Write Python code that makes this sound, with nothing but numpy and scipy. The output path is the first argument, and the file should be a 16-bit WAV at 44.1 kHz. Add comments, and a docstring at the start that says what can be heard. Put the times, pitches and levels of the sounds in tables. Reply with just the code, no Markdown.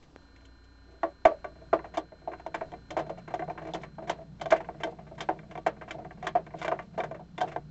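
"""The loose socket of a steel nut driver knocks and chatters on a nut inside a thin wooden hull, turned by hand.
Each knock pushes decaying sine waves, the ringing wood, and adds noise bands for its thud, clack and steel tick.
Rubbing noise rings the same wood, noise grains grind on the nut, and the gripping hand rumbles in low noise bands.
Underneath, a nearby camera adds mains hum, buzz and whine made of sines, frame ticks and shaped hiss.
One short dull click, a push through two broad resonances, is heard near the start."""
import sys
import numpy as np
from scipy import signal
from scipy.fft import rfft, irfft
from scipy.io import wavfile
from scipy.ndimage import uniform_filter1d

SR = 44100
rng = np.random.default_rng(int(sys.argv[2]) if len(sys.argv) > 2 else 0)


def wav_out(sig):
    """Save sig, one row per channel (or a flat mono array), as 16-bit PCM at SR to the path in sys.argv[1]."""
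    wavfile.write(sys.argv[1], SR, np.round(np.clip(np.atleast_2d(sig).T, -1, 1) * 32767).astype(np.int16))


N = 339570  # length [samples]

# Levels in the tables are starting points: mixing, filters and random drift shift them further.
# Camera hum: (frequency [Hz], relative level [dB])
HUM_TONES = [(59.2, 1), (94, -9), (118.4, -14), (179, -17.5), (274, -9)]
# Overall hum level: (time [s], level [dB])
HUM_LEVEL = [(0.0, -84), (0.13, -65), (0.45, -57), (1.31, -61.5), (1.76, -55.5), (2.14, -62.5),
             (2.7, -56.5), (4.35, -61), (4.8, -61.5), (7.7, -60.5)]
# Whine, buzz and ticks; they begin abruptly and later drop a step: (time [s], whine level [dB])
WHINE_LEVEL = [(0, -75.5), (.158, -88), (.168, -71.5), (3.0, -71), (4.18, -74), (4.24, -79.5), (7.7, -79.5)]
# Multiples of the clock: (multiple [count], level relative to the whine [dB])
BUZZ_TONES = [(5, -7), (6, -7.5), (7, -17.5), (8, -3.5), (9, -5.5), (11, -13.5), (12, -13.5), (14, -19),
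              (15, -14.5), (22, -25)]
# Colour of the hiss: (frequency [Hz], relative level [dB])
HISS_COLOUR = [(25, 36.5), (45, 30), (80, 38.5), (160, 19.5), (280, 31), (430, 22.5), (990, 18), (1500, 11),
               (2000, 5), (3200, 7), (4600, 6), (7800, -1.5)]
# Low resonances of the held hull: (frequency [Hz], width of one filter pass [Hz], relative level [dB])
GRIP_BANDS = [(151.1, 13, 10.5), (171.4, 16, 8.5), (213.3, 15, 3.5), (123, 21, 3), (175, 84, 3.5)]
# The hand tightens on the hull as the turning starts: (time [s], rumble level [dB])
GRIP_LEVEL = [(0.0, -62), (0.3, -73), (0.62, -80), (1.0, -67), (1.76, -58.5), (2.25, -65), (2.7, -53),
              (3.2, -50), (7.7, -49)]
# Socket on nut: (time [s], body level [dB], upper modes relative to body [dB],
# metal tick relative to body [dB], chatter [0-1], lean to higher body modes [dB])
KNOCKS = [(0.025, -65, 2, 7, 0.55, 4), (0.361, -71.5, 14.5, 15, 0.27, 0), (0.4063, -75, 10, 11, .3, 0),
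          (0.4509, -72, 9.5, 20, 0.37, 3), (0.6376, -75, 0, 13, .72, 9), (1.0317, -19, -11.5, -47, 0.16, 7),
          (1.2517, -11.5, -8.5, -16, 0.24, 0.5), (1.3143, -33.5, -27, -37, 0.22, -12),
          (1.4435, -32, -6, -18, 0.17, -0.5), (1.5559, -53.5, -9, -16, 0.44, -13),
          (1.614, -52, -10, -25, 0.25, -12), (1.729, -17, -14, -52, 0.35, -6),
          (1.7903, -38, -3.5, -27, 0.12, 3), (1.842, -41, -5.5, -21, 0.66, 7),
          (1.9387, -44, -1, -6.5, 1, -7), (1.9708, -28, -11, -3.5, 0.2, 4.5),
          (1.9772, -29, -7.5, -7, 0.2, 5), (2.1192, -45.5, -15, -30, 0.17, -4),
          (2.216, -53, -10, -19, 0.04, 0), (2.2745, -31.5, -22, -42, 0.23, 0.5),
          (2.317, -40, -7.5, -20, 0.35, 0.5), (2.3337, -42, 0, -20, .2, 3),
          (2.3973, -47.5, -5.5, -11, .38, 14), (2.4632, -33, -12, -12, .18, 4.5),
          (2.5424, -31.5, -1, -9, 0.51, 8), (2.6093, -31, -7.5, -32, 0.31, -2),
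          (2.7181, -39, -12, -6, 0.07, 2), (2.7367, -39.5, -6.5, -16, 0.12, 2),
          (2.9046, -33, -8, -3, 0.28, 1), (2.9663, -24, -10.5, -17, 0.5, -3),
          (2.9872, -28.5, -12, -14, 0.62, 9), (3.0642, -45, -11, -14, 0.44, -2),
          (3.0945, -33, -12.5, -17, 0.34, -7), (3.1748, -46, -8, -11, 0.94, 3),
          (3.2769, -42.5, -2, -11.5, 0.42, 5), (3.3039, -41.5, -9, -20, 0.64, 3),
          (3.3391, -30.5, -8, -9, 0.27, 8), (3.3929, -35, -3.5, -17, 0.26, -6),
          (3.4204, -34, -2.5, -18, 0.05, 13), (3.4783, -34.5, -16, -38, 0.25, 3),
          (3.4985, -34, -8.5, -20, 0.22, 7), (3.5525, -47, -34, -22, .27, 10),
          (3.5765, -40, 1.5, -17, 0.36, 6), (3.6166, -39.5, -11, -19, 0.46, -2),
          (3.6503, -46.5, -2.5, -13, 0.3, 4), (3.6691, -40, -9, -11.5, 0.38, 1),
          (3.6856, -44, -7, -20, 0.5, -9), (3.7362, -37, -18, 7, 0.15, 11),
          (3.7454, -30, -7.5, -9, 0.42, 0), (3.814, -52, -9, -1, .54, 5),
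          (3.8332, -40.5, 2.5, -6.5, 0.29, 5.5), (3.9831, -35.5, -17, -55, 0.24, 4),
          (4.0191, -43, -15, -29, 0.9, -3), (4.072, -43, -4.5, -6.5, 1, 7),
          (4.0955, -24.5, -5, -3, 0.34, 6.5), (4.186, -44.5, -20, -31, 0.28, -4),
          (4.2109, -48, -16, -29, .42, -6), (4.3968, -49.5, -7, -7, 0.2, -4.5),
          (4.412, -32.5, -4, -0.5, 0.26, 6), (4.4573, -29.5, -8, -6, 0.09, 1),
          (4.5043, -37, 1.5, 7, 0.38, 6), (4.5173, -21, -3.5, -15, 0.04, -9),
          (4.5222, -17.5, -4, -13, 0.26, 1.5), (4.5605, -50, 12, 3, 0.53, 4),
          (4.6038, -37, -5.5, -21, 0.35, 12), (4.6434, -57.5, 10.5, -4, 0.3, 3),
          (4.6873, -34.5, -8.5, -37, 0.12, 11), (4.7421, -49.5, -13, -36, 0.6, -1),
          (4.8014, -45, -3, -9.5, 0.83, -5), (4.834, -30.5, -1.5, 4.5, 0.11, 7),
          (4.8441, -28.5, -14, -19, 0, 0), (4.8692, -35.5, -16, -19, 0.26, 0),
          (4.9219, -45.5, -16, -30, 0.3, 4), (4.9866, -45.5, -9, -20, 0.6, 4),
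          (5.0674, -52, -3, -20, 0.5, -1), (5.111, -43.5, -33, -37, 0.4, -10),
          (5.1787, -45, -2, -7, 0.77, 8), (5.2051, -32.5, -0.5, 2.5, 0.41, 3),
          (5.2876, -20.5, -11.5, -26, 0.21, 7), (5.362, -48, -22, -32, 0.1, 10),
          (5.3901, -52, 5.5, 2, 0.02, 5), (5.4316, -55, -3.5, -21, 0.04, -7),
          (5.5107, -46.5, 0.5, -4.5, 0.37, -1), (5.5529, -35.5, -6, -13, 0.14, 8),
          (5.5758, -35, -9, -10, 0.13, 10), (5.6637, -23, -5.5, -12.5, 0.42, 8),
          (5.7649, -56, 0, -32, 0.3, -2), (5.8119, -40.5, -3, -18.5, 0.57, 6),
          (5.8782, -45.5, -2.5, -11, 1, 8), (5.9077, -42, 8, 11, 0.16, -6),
          (5.9432, -40.5, -26, -21, 0.4, -3), (5.9822, -40, -21, -36, .72, -5),
          (6.0475, -39, -9.5, -21, 0.2, 4), (6.1079, -45, 0, -13, .13, 12), (6.173, -50, -10, -25, 0.4, -5),
          (6.2262, -39.5, -4, -7, 0.18, 13), (6.2401, -40.5, -6, -13.5, 0.83, 0),
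          (6.2676, -30.5, 4.5, 2.5, 0.22, 9), (6.352, -23, -12, -33, 0.41, 10.5),
          (6.4645, -44.5, -0.5, -10, 0.16, 1), (6.5055, -54.5, 1, -16, .27, 1),
          (6.538, -33.5, -16, -37, 0.07, 5), (6.584, -53, 0, 4, 1, -10), (6.6153, -37, 0, 1.5, 0.1, 19),
          (6.6256, -44, 7, 8.5, 0.25, 4), (6.6461, -32, -1, -10, 0.52, 1),
          (6.6794, -24.5, -5.5, -5, 0.08, 2.5), (6.7154, -24.5, -10, -38, .38, 8),
          (6.7897, -38, 1, -13, 0.23, 4.5), (6.8208, -53, -2, -8, .44, 2.5), (6.9395, -55, -8, -22, .72, 2),
          (6.9766, -25.5, -18, -24, 0.82, -1), (7.0032, -33.5, 1, -2, 0.06, 5),
          (7.0354, -33, -5.5, -12, 0.39, -1), (7.1112, -35, -10.5, -14.5, 0.1, -7),
          (7.1451, -41, -5.5, -17, 0.4, -12), (7.1945, -41.5, -26, -30, 0.3, 7.5),
          (7.3788, -33.5, -1, -.5, 0.12, 5), (7.406, -32.5, -8, -4, 0.23, 4),
          (7.4129, -23, -10, -4, 0.12, 10), (7.4328, -31, -18, -31, 0.4, 10),
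          (7.475, -46.5, 0.5, -6, 0.86, -18), (7.5166, -43, -1, -7.5, 0.48, -8),
          (7.5611, -31.5, -7.5, -14.5, 0.09, 19.5)]
# Clear modes of the hull, in three groups that a knock excites unevenly, then the clink of the socket.
# Each: (frequency [Hz], relative level [dB], usual time to fade by 60 dB [s])
LOW_MODES = [(319, -5.5, 0.093), (324.1, 5.5, 0.13), (386.2, -1.5, 0.14), (466.5, 0, 0.16),
             (484, -19.5, 0.061)]
BODY_MODES = [(562, -12, 0.19), (609, -7.5, 0.14), (654.7, -3, 0.12), (708.3, -0.5, 0.067),
              (739.5, -3, 0.061), (826, -11.5, 0.073), (889, -15.5, 0.08), (930, -9.5, 0.049)]
UPPER_MODES = [(1032, 2.5, 0.042), (1069, 1.5, 0.059), (1152, -4.5, 0.11), (1410, -2.5, 0.033),
               (1468, -6, 0.083), (1556, 1, 0.04), (1700, 5, 0.0073), (1774, -6.5, 0.067),
               (1903, -2.5, 0.038), (2094, -5, 0.064), (2315, -2.5, 0.038), (2790, -19, 0.077)]
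SOCKET_MODES = [(3110, -1.5, .045), (3180, -10.5, .04), (3523, -2, 0.04), (3756, -7.5, 0.035)]
# Crowded modes: the hull jolting in the hand, a dry thud under the body modes,
# a clack under the upper modes, and the treble of the steel, heard as a burst of hiss.
# Each: (frequency [Hz], width of the first filter [Hz], relative level [dB], time to fade by 60 dB [s])
JOLT_BANDS = [(110, 56, -25, 0.073), (170, 60, -25, .06)]
THUD_BANDS = [(450, 336, -10.5, 0.2), (677, 188, -4.5, 0.13)]
CLACK_BANDS = [(1072, 350, -6, 0.073), (1694, 410, -9.5, 0.12), (2320, 510, -15.5, 0.11),
               (2737, 310, -20.5, 0.06)]
TICK_BANDS = [(3160, 580, -14.5, 0.091), (3980, 860, -21, 0.14), (5140, 1400, -18.5, 0.065),
              (6330, 1200, -18, 0.06), (7130, 370, -25, 0.028)]

WHINE_HZ, CLOCK_HZ, HISS_DB = 4111, 200.0, -74
FRAME_HZ, FRAME_START_S = 30.0, 0.187
CLICK_S, CLICK_DB = 0.1615, -36.5  # a short dull click
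TOP_HZ = 7900  # the recorder's top cut

# Shank and fingers rub on the wood, the more so the thicker the knocks fall
RUB_REST_DB, RUB_PER_KNOCK_DB, RUB_SPREAD_S, RUB_LAG_S = -71.5, 6.5, 0.071, 0.022
BRUSH_S, BRUSH_LENGTH_S, BRUSH_DB = 0.88, 0.09, 16  # a hand brushes the hull
EARLY_DB = -9  # less rubbing before the middle of the brush
# Grinding level at mean rubbing, dB gained per dB of rubbing, and mean rubbing
GRIND_DB, GRIND_PER_RUB, RUB_MEAN_DB = -74, 0.54, -56.5

CHATTER_S = 0.021  # hold time at chatter 1
LEAN_HZ = 690  # modes above gain half the lean, those below lose half
TILT_HZ, TICK_TILT_HZ = 1720, 4300  # pivots of the two treble tilts
LOW_DB, LOW_PER_LEAN = -9.5, -0.062  # low modes lose as the knock leans upward
TILT_DB, TILT_PER_TICK = 4, 0.28  # upper tilt [dB per octave]: the more metal tick, the brighter
TICK_TILT_DB = -1.6  # [dB per octave]
# Changes per dB of body level above the usual knock: hard knocks favour the body
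LOW_PER_BODY, TILT_PER_BODY, THUMP_PER_BODY, USUAL_DB = -0.2, -0.15, -0.4, -36


def undb(db):
    """Turn decibels into gain."""
    return 10 ** (np.asarray(db) / 20)


def unit(x):
    """Scale to an rms (average strength) of 1."""
    return x / np.sqrt(np.mean(x ** 2))


def curves(rows):
    """Draw straight lines between the table's points, one value per sample."""
    s, *columns = np.transpose(rows)
    return [np.interp(np.arange(N) / SR, s, c) for c in columns]


def band(x, hz, width):
    """Resonant band-pass filter with gain 1 at its centre."""
    return signal.lfilter(*signal.iirpeak(hz, hz / width, SR), x)


def mode(force, hz, t60):
    """A resonance that answers each push with a decaying sine."""
    r = np.exp(-np.log(1000) / (t60 * SR))
    w = 2 * np.pi * hz / SR
    return signal.lfilter([0, r * np.sin(w)], [1, -2 * r * np.cos(w), r * r], force)


def walk(rate):
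    """Random drift: levels held for 1 / rate seconds and smoothed twice; spread near 1."""
    k = int(SR / rate)
    steps = np.repeat(rng.standard_normal(N // k + 1), k)
    return 0.68 * uniform_filter1d(uniform_filter1d(steps, k), k)[:N]


def camera():
    """Electronics: wavering hum, clock buzz, a tick at each frame, a whine and hiss."""
    (hum_db,), (whine_db,) = curves(HUM_LEVEL), curves(WHINE_LEVEL)
    t = np.arange(N) / SR
    hum = sum(undb(db + 3.0 * walk(6.6)) * np.sin(2 * np.pi * hz * t + 0.56 * walk(29))
              for hz, db in HUM_TONES)
    buzz = sum(undb(db) * np.sin(2 * np.pi * (k * CLOCK_HZ * t + rng.random())) for k, db in BUZZ_TONES)
    frames = np.zeros(N)
    frame_times = np.arange(FRAME_START_S, N / SR, 1 / FRAME_HZ)
    frames[(frame_times * SR).astype(int)] = 1
    ticks = undb(11.5) * mode(frames, 1450, 0.039)
    whine = np.sin(2 * np.pi * WHINE_HZ * t + 0.43 * walk(30))

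    # Colour white noise by weighting its frequencies
    f = np.maximum(np.fft.rfftfreq(N, 1 / SR), 1)
    hz, db = np.transpose(HISS_COLOUR)
    colour = undb(np.interp(np.log(f), np.log(hz), db))
    hiss = irfft(rfft(rng.standard_normal(N)) * colour, N)
    hiss_gain = undb(HISS_DB + 1.9 * walk(4.7) + 1.3 * walk(23))
    tones = undb(hum_db) * hum + undb(whine_db) * (buzz + ticks + whine)
    return np.sqrt(2) * tones + hiss_gain * hiss


def click():
    """A very short push rings two broad resonances: a dull click with a trace of crackle."""
    t = np.arange(N) / SR - CLICK_S
    push = (t >= 0) * np.exp(-np.abs(t) / 0.00013)
    crack = (t >= 0) * np.exp(-np.abs(t) / 0.0015) * rng.standard_normal(N)
    return undb(CLICK_DB) * (8.3 * band(push, 430, 440) + 2.8 * band(push, 1400, 640) + 0.06 * crack)


def grip(level_db):
    """Trembling muscles shake the held hull in its lowest, unsteady resonances."""
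    rumble = 0
    for hz, width, db in GRIP_BANDS:
        noise = band(band(rng.standard_normal(N), hz, width), hz, width)
        rumble = rumble + undb(db + 0.54 * walk(3.08)) * unit(noise)
    return undb(level_db) * unit(rumble)


def rubbing():
    """Level of the rubbing in dB: every knock adds a soft swell centred just after it."""
    t = np.arange(0, N, 64) / SR  # a coarse time grid is enough

    def swell(s, width):
        """A smooth bump centred at s seconds."""
        return np.exp(-((t - s) / width) ** 2)

    knock_times = np.transpose(KNOCKS)[0][:, None]
    busy = swell(knock_times + RUB_LAG_S, RUB_SPREAD_S).sum(axis=0)
    db = RUB_REST_DB + RUB_PER_KNOCK_DB * busy
    db = db + EARLY_DB * (t < BRUSH_S) + BRUSH_DB * swell(BRUSH_S, BRUSH_LENGTH_S)
    return np.interp(np.arange(N) / SR, t, db)


def scrape(level_db):
    """The socket grinds on the flats of the nut: dense uneven grains of noise."""
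    grains = undb(7.0 * walk(120)) * rng.standard_normal(N)
    grind = band(grains, 2000, 830) + 0.19 * band(grains, 3300, 900) + 0.88 * band(grains, 1300, 700)
    return undb(level_db) * unit(grind)


def place(shapes):
    """Lay one shape per knock on the time line."""
    out = np.zeros(N + shapes.shape[1])
    for row, shape in zip(KNOCKS, shapes):
        start = int(row[0] * SR)
        out[start:start + len(shape)] += shape
    return out[:N]


def bounce(chatter, t, rise):
    """How hard the socket rattles after the first touch: a quick rise, a hold and a drop."""
    hold = CHATTER_S * np.clip(chatter, 0.03, 1.5)[:, None]
    return (1 - np.exp(-t / (rise + 0.08 * hold))) * np.exp(-(t / hold) ** 2)


def contact(chatter, first=5.1):
    """Force of each knock: one firm push, then sparse small bounces, scaled to energy 1."""
    chance = rng.standard_normal((len(KNOCKS), 2048))
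    # Cubing leaves most bounces tiny and a few strong
    force = 0.027 * chance ** 3 * bounce(chatter, np.arange(2048) / SR, 0.00026)
    force[:, 0] = -first
    return force / np.sqrt(np.sum(force ** 2, axis=1, keepdims=True))


def crowd(bands, share_db, chatter, rise):
    """Modes too crowded to tell apart: gritty noise bands that follow the chatter and ring out briefly."""
    shape = bounce(chatter, np.arange(2048) / SR, rise)
    out = 0
    for hz, width, db, t60 in bands:
        swell = place(undb(share_db(hz))[:, None] * shape)
        keep = np.exp(-2 * np.log(1000) / (t60 * SR))  # power kept from sample to sample
        power = signal.lfilter([1 - keep], [1, -keep], swell ** 2) + 0.45 * swell ** 2
        grit = np.sqrt(power) * undb(db + 1.0 * walk(250)) * rng.standard_normal(N)
        out = out + band(band(grit, hz, width), hz, 2.19 * width) * np.sqrt(SR / width)
    return out


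def upper_tilt(body_db, tick_db):
    """Treble tilt of each knock in dB per octave."""
    return TILT_DB + TILT_PER_TICK * tick_db + TILT_PER_BODY * (body_db - USUAL_DB)


def steel():
    """The noisy part of each knock: jolt and thud of the wood, clack of the contact, bright tick of the steel."""
    _, body_db, upper_db, tick_db, chatter, _ = np.transpose(KNOCKS)
    tilt_db = upper_tilt(body_db, tick_db)

    def jolt_share(hz):
        return body_db + THUMP_PER_BODY * (body_db - USUAL_DB)

    def clack_share(hz):
        return body_db + upper_db + tilt_db * np.log2(hz / TILT_HZ)

    def tick_share(hz):
        return body_db + tick_db + TICK_TILT_DB * np.log2(hz / TICK_TILT_HZ)

    jolt = crowd(JOLT_BANDS, jolt_share, chatter, 0.0017)
    thud = crowd(THUD_BANDS, lambda hz: body_db, chatter, 0.00059)
    clack = crowd(CLACK_BANDS, clack_share, chatter, 0.001)
    tick = crowd(TICK_BANDS, tick_share, chatter, 0.00057)
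    return jolt + thud + clack + tick


def hull(rub):
    """Knocks and rubbing ring the same modes; the shifting grip detunes, damps and weights them for each knock."""
    _, body_db, upper_db, tick_db, chatter, lean_db = np.transpose(KNOCKS)
    tilt_db = upper_tilt(body_db, tick_db)
    low_db = LOW_DB + LOW_PER_LEAN * lean_db + LOW_PER_BODY * (body_db - USUAL_DB)
    chance = rng.standard_normal((len(KNOCKS), 32, 4), dtype=np.float32)[..., None]
    # (modes, rubbing level [dB], share of each knock relative to its body level [dB])
    groups = [(LOW_MODES, -36, lambda hz: low_db),
              (BODY_MODES, -34, lambda hz: np.sign(hz - LEAN_HZ) * lean_db / 2),
              (UPPER_MODES, -50, lambda hz: upper_db - 3.5 + tilt_db * np.log2(hz / TILT_HZ)),
              (SOCKET_MODES, -70, lambda hz: tick_db - 9.5 + TICK_TILT_DB * np.log2(hz / TICK_TILT_HZ))]
    rings, rubbed, k = np.zeros((len(KNOCKS), 4096)), 0, 0
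    for modes, rub_db, share_db in groups:
        for hz, db, t60 in modes:
            t = np.arange(min(int(t60 * SR), 4096), dtype=np.float32) / SR
            weight, detune, damp, late = chance[:, k].transpose(1, 0, 2)
            sign = (-1) ** k  # neighbouring modes push opposite ways
            gain = undb((body_db + share_db(hz) + db)[:, None] + 2.4 * weight)
            fade = np.exp(-np.log(1000) * t / (t60 * np.exp(0.18 * damp)))
            # Bending waves need a moment to fill the hull
            fill = 1 - np.exp(-t * hz / 0.52)
            wave = np.sin(2 * np.pi * hz * (1 + 0.011 * detune) * t + 0.83 * late)
            rings[:, :len(t)] += sign * gain * fill * fade * wave
            rubbed = rubbed + sign * undb(db + rub_db) * mode(rub, hz, t60)
            k += 1
    wood = place(signal.fftconvolve(rings, contact(chatter), axes=1)) + rubbed
    # Thin wood gives off little sound below its lowest modes
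    return signal.sosfilt(signal.butter(6, 275, "high", fs=SR, output="sos"), wood)


def room(wood):
    """Near bench and walls: a short dull tail of fading noise, convolved with the sound."""
    t = np.arange(int(0.25 * SR)) / SR
    noise = band(rng.standard_normal(len(t)), 700, 3200)
    tail = noise * np.exp(-np.log(1000) * t / 0.081) * np.minimum(t / 0.0029, 1)
    return undb(-19.5) * signal.fftconvolve(wood, tail / np.sqrt(np.sum(tail ** 2)))[:N]


def scene():
    """Add all sources at one microphone port and copy the sum to two channels."""
    rub_db, (grip_db,) = rubbing(), curves(GRIP_LEVEL)
    rub = undb(rub_db + 8.5 * walk(45)) * rng.standard_normal(N)
    grind_db = GRIND_DB + GRIND_PER_RUB * (rub_db - RUB_MEAN_DB)
    wood = hull(rub) + steel() + scrape(grind_db)
    return np.tile(wood + room(wood) + grip(grip_db) + camera() + click(), (2, 1))


def record(dry):
    """Round off positive peaks, turn the left channel down slightly while the sound is loud, and cut the top."""
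    top = 0.45  # ceiling of the positive peaks
    rounded = np.where(dry > 0, dry / (1 + (np.maximum(dry, 0) / top) ** 4) ** 0.25, dry)
    loud = uniform_filter1d(np.abs(dry[0]), 1500)
    channel_gain = np.array([1 / (1 + 11 * loud ** 2), np.ones(N)])
    top_cut = signal.ellip(10, 0.3, 60, TOP_HZ, fs=SR, output="sos")
    cut = signal.sosfilt(top_cut, rounded * channel_gain)
    shared_noise = undb(-102) * rng.standard_normal(N)
    channel_noise = undb(-119) * rng.standard_normal(dry.shape)
    return cut + shared_noise + channel_noise


dry = scene()
out = record(dry)
wav_out(out)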